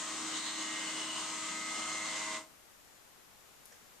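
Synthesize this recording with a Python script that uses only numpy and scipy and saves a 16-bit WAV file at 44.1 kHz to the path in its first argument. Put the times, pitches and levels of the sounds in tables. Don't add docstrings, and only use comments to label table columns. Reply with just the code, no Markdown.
import sys
import numpy as np
from scipy import signal
from scipy.fft import rfft, irfft, next_fast_len
from scipy.io import wavfile
from scipy.ndimage import uniform_filter1d, map_coordinates

SR = 44100
rng = np.random.default_rng(int(sys.argv[2]) if len(sys.argv) > 2 else 0)


def to_wav(s):
    ch = np.atleast_2d(s).T
    pcm = np.round(np.clip(ch, -1, 1) * 32767)
    wavfile.write(sys.argv[1], SR, pcm.astype(np.int16))


N = 176400
TIME = np.arange(N) / SR
STEP_HZ, STEPS_PER_TURN, STOP_S = 105.45, 7, 2.369

def amp(db):
    return 10 ** (np.asarray(db) / 20)

def along(points, hz):
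    f, v = np.transpose(points)
    return np.interp(np.log(hz + 1), np.log(f + 1), v)

def curve(rows):
    return np.interp(TIME, *np.transpose(rows))

def wobble(rate):
    s = np.linspace(0, N / SR, 800)
    return curve(np.c_[s, map_coordinates(rng.standard_normal(size=512), [s * rate], mode="wrap")])

def filtered(x, response):
    m = next_fast_len(N + SR // 2)
    return irfft(rfft(x, m) * response(np.fft.rfftfreq(m, 1 / SR)), m)[..., :N]

def pan(db):
    gains = amp(np.array([db, -db]) / 2)
    return gains / np.sqrt(np.mean(gains ** 2, axis=0))

def placed(pair, spectrum, alike, balance):
    angle = lambda hz: np.arccos(along(alike, hz)) / 2
    mid, side = filtered(pair, lambda hz: amp(along(spectrum, hz)) * [np.cos(angle(hz)), np.sin(angle(hz))])
    stereo = np.array([mid + side, mid - side])
    return np.sqrt(SR / 2) * filtered(stereo, lambda hz: pan(along(balance, hz)))

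# frequency in Hz, seconds to fall 60 dB.
ROOM_DECAY = [(500, 0.38), (2000, 0.21), (8000, 0.25)]
def running(hz, t):
    return np.exp(-np.log(1000) * np.maximum(t - STOP_S, 0) / along(ROOM_DECAY, hz))

MOTOR_SWELLS = {3: [(0.03, -58), (0.29, -48), (0.51, -56), (0.59, -48.5), (0.81, -55), (1.01, -52),
                (1.31, -56.5)], 6: [(0.03, -60), (0.95, -65), (1.17, -58), (1.71, -60), (2.15, -58),
                (2.36, -51.5)], 10: [(0.37, -55), (0.65, -64), (1.31, -57), (1.67, -66), (1.75, -59),
                (2.3, -51.5)], 12: [(0.03, -54), (0.43, -61), (0.61, -57), (0.97, -65), (1.41, -52),
                (1.89, -48), (2.27, -66), (2.35, -58)], 18: [(0.03, -56), (0.27, -62), (0.75, -49),
                (1.05, -64), (2.05, -55), (2.35, -61)], 19: [(0.03, -57), (0.17, -66), (0.33, -53),
                (1.21, -54), (1.69, -50), (1.83, -58), (2.01, -49.5)], 20: [(0.03, -62), (0.37, -54),
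                (0.49, -56), (0.79, -48.5), (1.17, -57), (1.29, -64), (1.58, -49), (1.99, -46.5),
                (2.35, -49)], 28: [(0.03, -63), (0.51, -57), (0.87, -52), (1.17, -53), (1.3, -62)]}
MOTOR_WHINES = {1: -75.5, 9: -62, 14: -62, 15: -61, 16: -62, 22: -63, 25: -63, 27: -63, 39: -61, 40: -61,
                41: -63, 56: -62, 59: -58.5, 66: -56, 68: -56.5, 69: -58, 74: -56, 76: -57, 77: -58.5, 81:
                -55.5}
# frequency in Hz, base level in dB.
MOTOR_BUZZ = [(210, -69), (420, -78), (700, -70), (1200, -65), (2500, -65.5), (3500, -63.5), (5200, -70),
              (6300, -64), (8300, -64), (9200, -73)]
# frequency in Hz, left minus right in dB.
SCANNER_BALANCE = [(4200, -0.5), (5700, -3), (6500, -1.5), (7300, 14.5), (9700, 15)]
# frequency in Hz, left-right correlation.
SCANNER_ALIKE = [(60, 0.51), (250, 1), (1000, 0.93), (4000, 0.52), (8000, 0.22)]
def stepper(lift_db=0.46, hum_order=3, beat_hz=8.3, beat_db=2.2):
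    roughness = [(1300, .18), (2100, .42), (2700, .2)]  # Hz, sideband depth
    slow = TIME[::441]
    speed = 1 + 0.000278 * wobble(5.09)
    phase = 2 * np.pi * STEP_HZ * np.cumsum(speed) / SR
    sidebands = np.exp(1j * np.outer([-3, -2, -1, 1, 2, 3], phase / STEPS_PER_TURN))
    step, wave, out = np.exp(1j * phase), np.ones(N, complex), np.zeros((2, N))
    for k in range(1, 88):
        hz, wave = k * STEP_HZ, wave * step
        if k in MOTOR_SWELLS:
            db, wander = np.interp(slow, *np.transpose(MOTOR_SWELLS[k])) + lift_db, .13
        else:
            db, wander = MOTOR_WHINES.get(k, along(MOTOR_BUZZ, hz)) + carriage_db(hz, slow), .4
        if k == hum_order:
            db = db + beat_db * np.cos(2 * np.pi * beat_hz * slow)
        rough = along(roughness, hz)
        drift = (1 + wander * (wobble(3.5) + 1j * wobble(3.5))) / np.sqrt(1 + 2 * wander ** 2)
        teeth = rng.standard_normal(len(sidebands)) + 1j * rng.standard_normal(len(sidebands))
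        flutter = (drift + rough * (teeth / np.linalg.norm(teeth)) @ sidebands) / np.sqrt(1 + rough ** 2)
        tone = np.sqrt(2) * curve(np.c_[slow, amp(db) * running(hz, slow)]) * flutter * wave
        lead = (-1) ** k * np.arccos(along(SCANNER_ALIKE, hz)) / 2
        mic_phases = rng.uniform(0, 2 * np.pi) + np.array([lead, -lead])
        mic_gains = pan(along(SCANNER_BALANCE, hz)) * np.exp(1j * mic_phases)
        out += (mic_gains[:, None] * tone).real
    return out

# frequency in Hz, base density in dB per Hz.
GEAR_RATTLE = [(40, -105), (110, -98), (180, -84), (240, -82), (300, -89.5), (370, -85.5), (700, -86),
               (880, -83), (1150, -75.5), (1400, -83), (1780, -85), (2080, -82.5), (2550, -85.5),
               (2950, -77.5), (3300, -81.5), (4200, -82), (4650, -85.5), (5200, -80.5), (5700, -86),
               (6500, -77.5), (7300, -82), (8600, -83.5), (9400, -93.5), (10800, -112), (14000, -118)]
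GEAR_TONES = {12: -69, 16: -65, 19: -67}
def gears(repeat=0.27, pulse_depth=0.094, patchy_db=1.5, shake_db=1.33):
    turn_hz = STEP_HZ / STEPS_PER_TURN
    pulse = (1 + pulse_depth * np.cos(2 * np.pi * STEP_HZ * TIME)) / np.sqrt(1 + pulse_depth ** 2 / 2)
    comb = lambda hz: np.sqrt(1 - repeat ** 2) / (1 - repeat * np.exp(-2j * np.pi * hz / turn_hz))
    chatter = filtered(pulse * rng.standard_normal((2, N)), comb)
    hz, s, bands = signal.stft(chatter, SR, nperseg=1024)
    hz = hz[:, None]
    patches = uniform_filter1d(rng.standard_normal(bands.shape[1:]), size=4, axis=0)
    patches = uniform_filter1d(patches, size=10, axis=1)
    gain = amp(carriage_db(hz, s) + patchy_db * patches / patches.std()) * running(hz, s)
    chatter = signal.istft(bands * gain, nperseg=1024)[1][:, :N]
    hum = 0
    for k, db in GEAR_TONES.items():
        level = np.sqrt(2) * amp(db + 0.43 * wobble(5)) * running(k * turn_hz, TIME)
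        hum += level * np.sin(2 * np.pi * k * turn_hz * TIME + wobble(2.6))
    rattle = placed(chatter, GEAR_RATTLE, SCANNER_ALIKE, SCANNER_BALANCE)
    return rattle * amp(shake_db * wobble(21.31)) + hum

# centre and half length in seconds, pitch and half width in Hz, gain in dB.
CASE_FLARES = [(0.44, 0.16, 3920, 610, 9), (0.79, 0.1, 2000, 130, -6), (1.03, 0.32, 2935, 60, 12),
               (2.0, 0.077, 2120, 70, 12), (2.288, 0.18, 950, 100, 7)]
def carriage_db(hz, t, wheel_turn_s=0.4, first_rub_s=0.085, rub_hz=4410, rub_db=6.5, throb_depth=.14):
    bump = lambda distance, half: np.exp(-(distance / half) ** 2)
    turns = (t - first_rub_s) / wheel_turn_s
    throb = 1 - throb_depth + throb_depth * np.cos(2 * np.pi * 4 * turns)
    flares = sum(db * bump(t - at, half) * bump(hz - centre, width)
                 for at, half, centre, width, db in CASE_FLARES)
    from_rub_s = (turns - np.round(turns)) * wheel_turn_s
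    return throb * flares + rub_db * bump(from_rub_s, half=0.032) * bump(hz - rub_hz, half=130)

# frequency in Hz, base density in dB per Hz.
AIR_SPECTRUM = [(28, -95.5), (90, -97), (900, -95.5), (2000, -99), (4500, -103), (7200, -102), (9000, -105)]
# frequency in Hz, left minus right in dB.
AIR_BALANCE = [(40, -2), (200, 6), (1200, 6), (4000, 2.5)]
# frequency in Hz, left-right correlation.
AIR_ALIKE = [(500, 0.037), (3000, 0.086)]
# time in seconds, gain in dB.
AIR_GAIN = [(3.25, 0.5), (3.8, 1.26)]
def room_hiss():
    return placed(rng.standard_normal((2, N)), AIR_SPECTRUM, AIR_ALIKE, AIR_BALANCE) * amp(curve(AIR_GAIN))

# pitch in Hz, level in dB.
COIL_TONES = [(6999, -76), (8000, -82.5)]
COIL_TIMES = [(2.75, 3.03), (3.35, 4.1)]
def coil_whine():
    gate = uniform_filter1d(sum(1. * ((TIME > a) & (TIME < b)) for a, b in COIL_TIMES), size=3500)
    whine = sum(amp(db + 2.7 * wobble(17)) * np.sin(2 * np.pi * hz * TIME) for hz, db in COIL_TONES)
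    return np.sqrt(2) * pan(db=7)[:, None] * gate * whine

# start in seconds, burst level in dB, centre in Hz.
CLICK_HITS = [(3.6563, -37, 8700), (3.6615, -42, 12800)]
# start in seconds, burst level in dB, centre in Hz.
KNOCK_HITS = [(3.713, -61, 500), (3.72, -56.5, 6050), (3.721, -59.5, 1790)]
def taps(rows, t60, q, tail_db, tail_t60, pan_db):
    out = np.zeros((2, N))
    for start, db, hz in rows:
        t = TIME - start
        fade = lambda life: (t >= 0) * np.exp(-np.log(1000) * np.abs(t) / life)
        burst = fade(t60) * rng.standard_normal(N)
        tail = amp(tail_db) * fade(tail_t60) * rng.standard_normal((2, N))
        ring = lambda f: (1j * f * hz / q / (hz * hz - f * f + 1j * f * hz / q)) ** 2
        out += amp(db) * np.sqrt(SR * q / hz / 2) * filtered(burst + tail, ring)
    return pan(pan_db)[:, None] * out

def scene():
    click = taps(CLICK_HITS, t60=0.0023, q=0.52, tail_db=-20, tail_t60=0.39, pan_db=7)
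    knock = taps(KNOCK_HITS, t60=0.075, q=2.4, tail_db=-7, tail_t60=0.47, pan_db=-1)
    return stepper() + gears() + coil_whine() + room_hiss() + click + knock

def record(dry, top_hz=14250):
    return filtered(dry, lambda hz: hz < top_hz)

dry = scene()
out = record(dry)
to_wav(out)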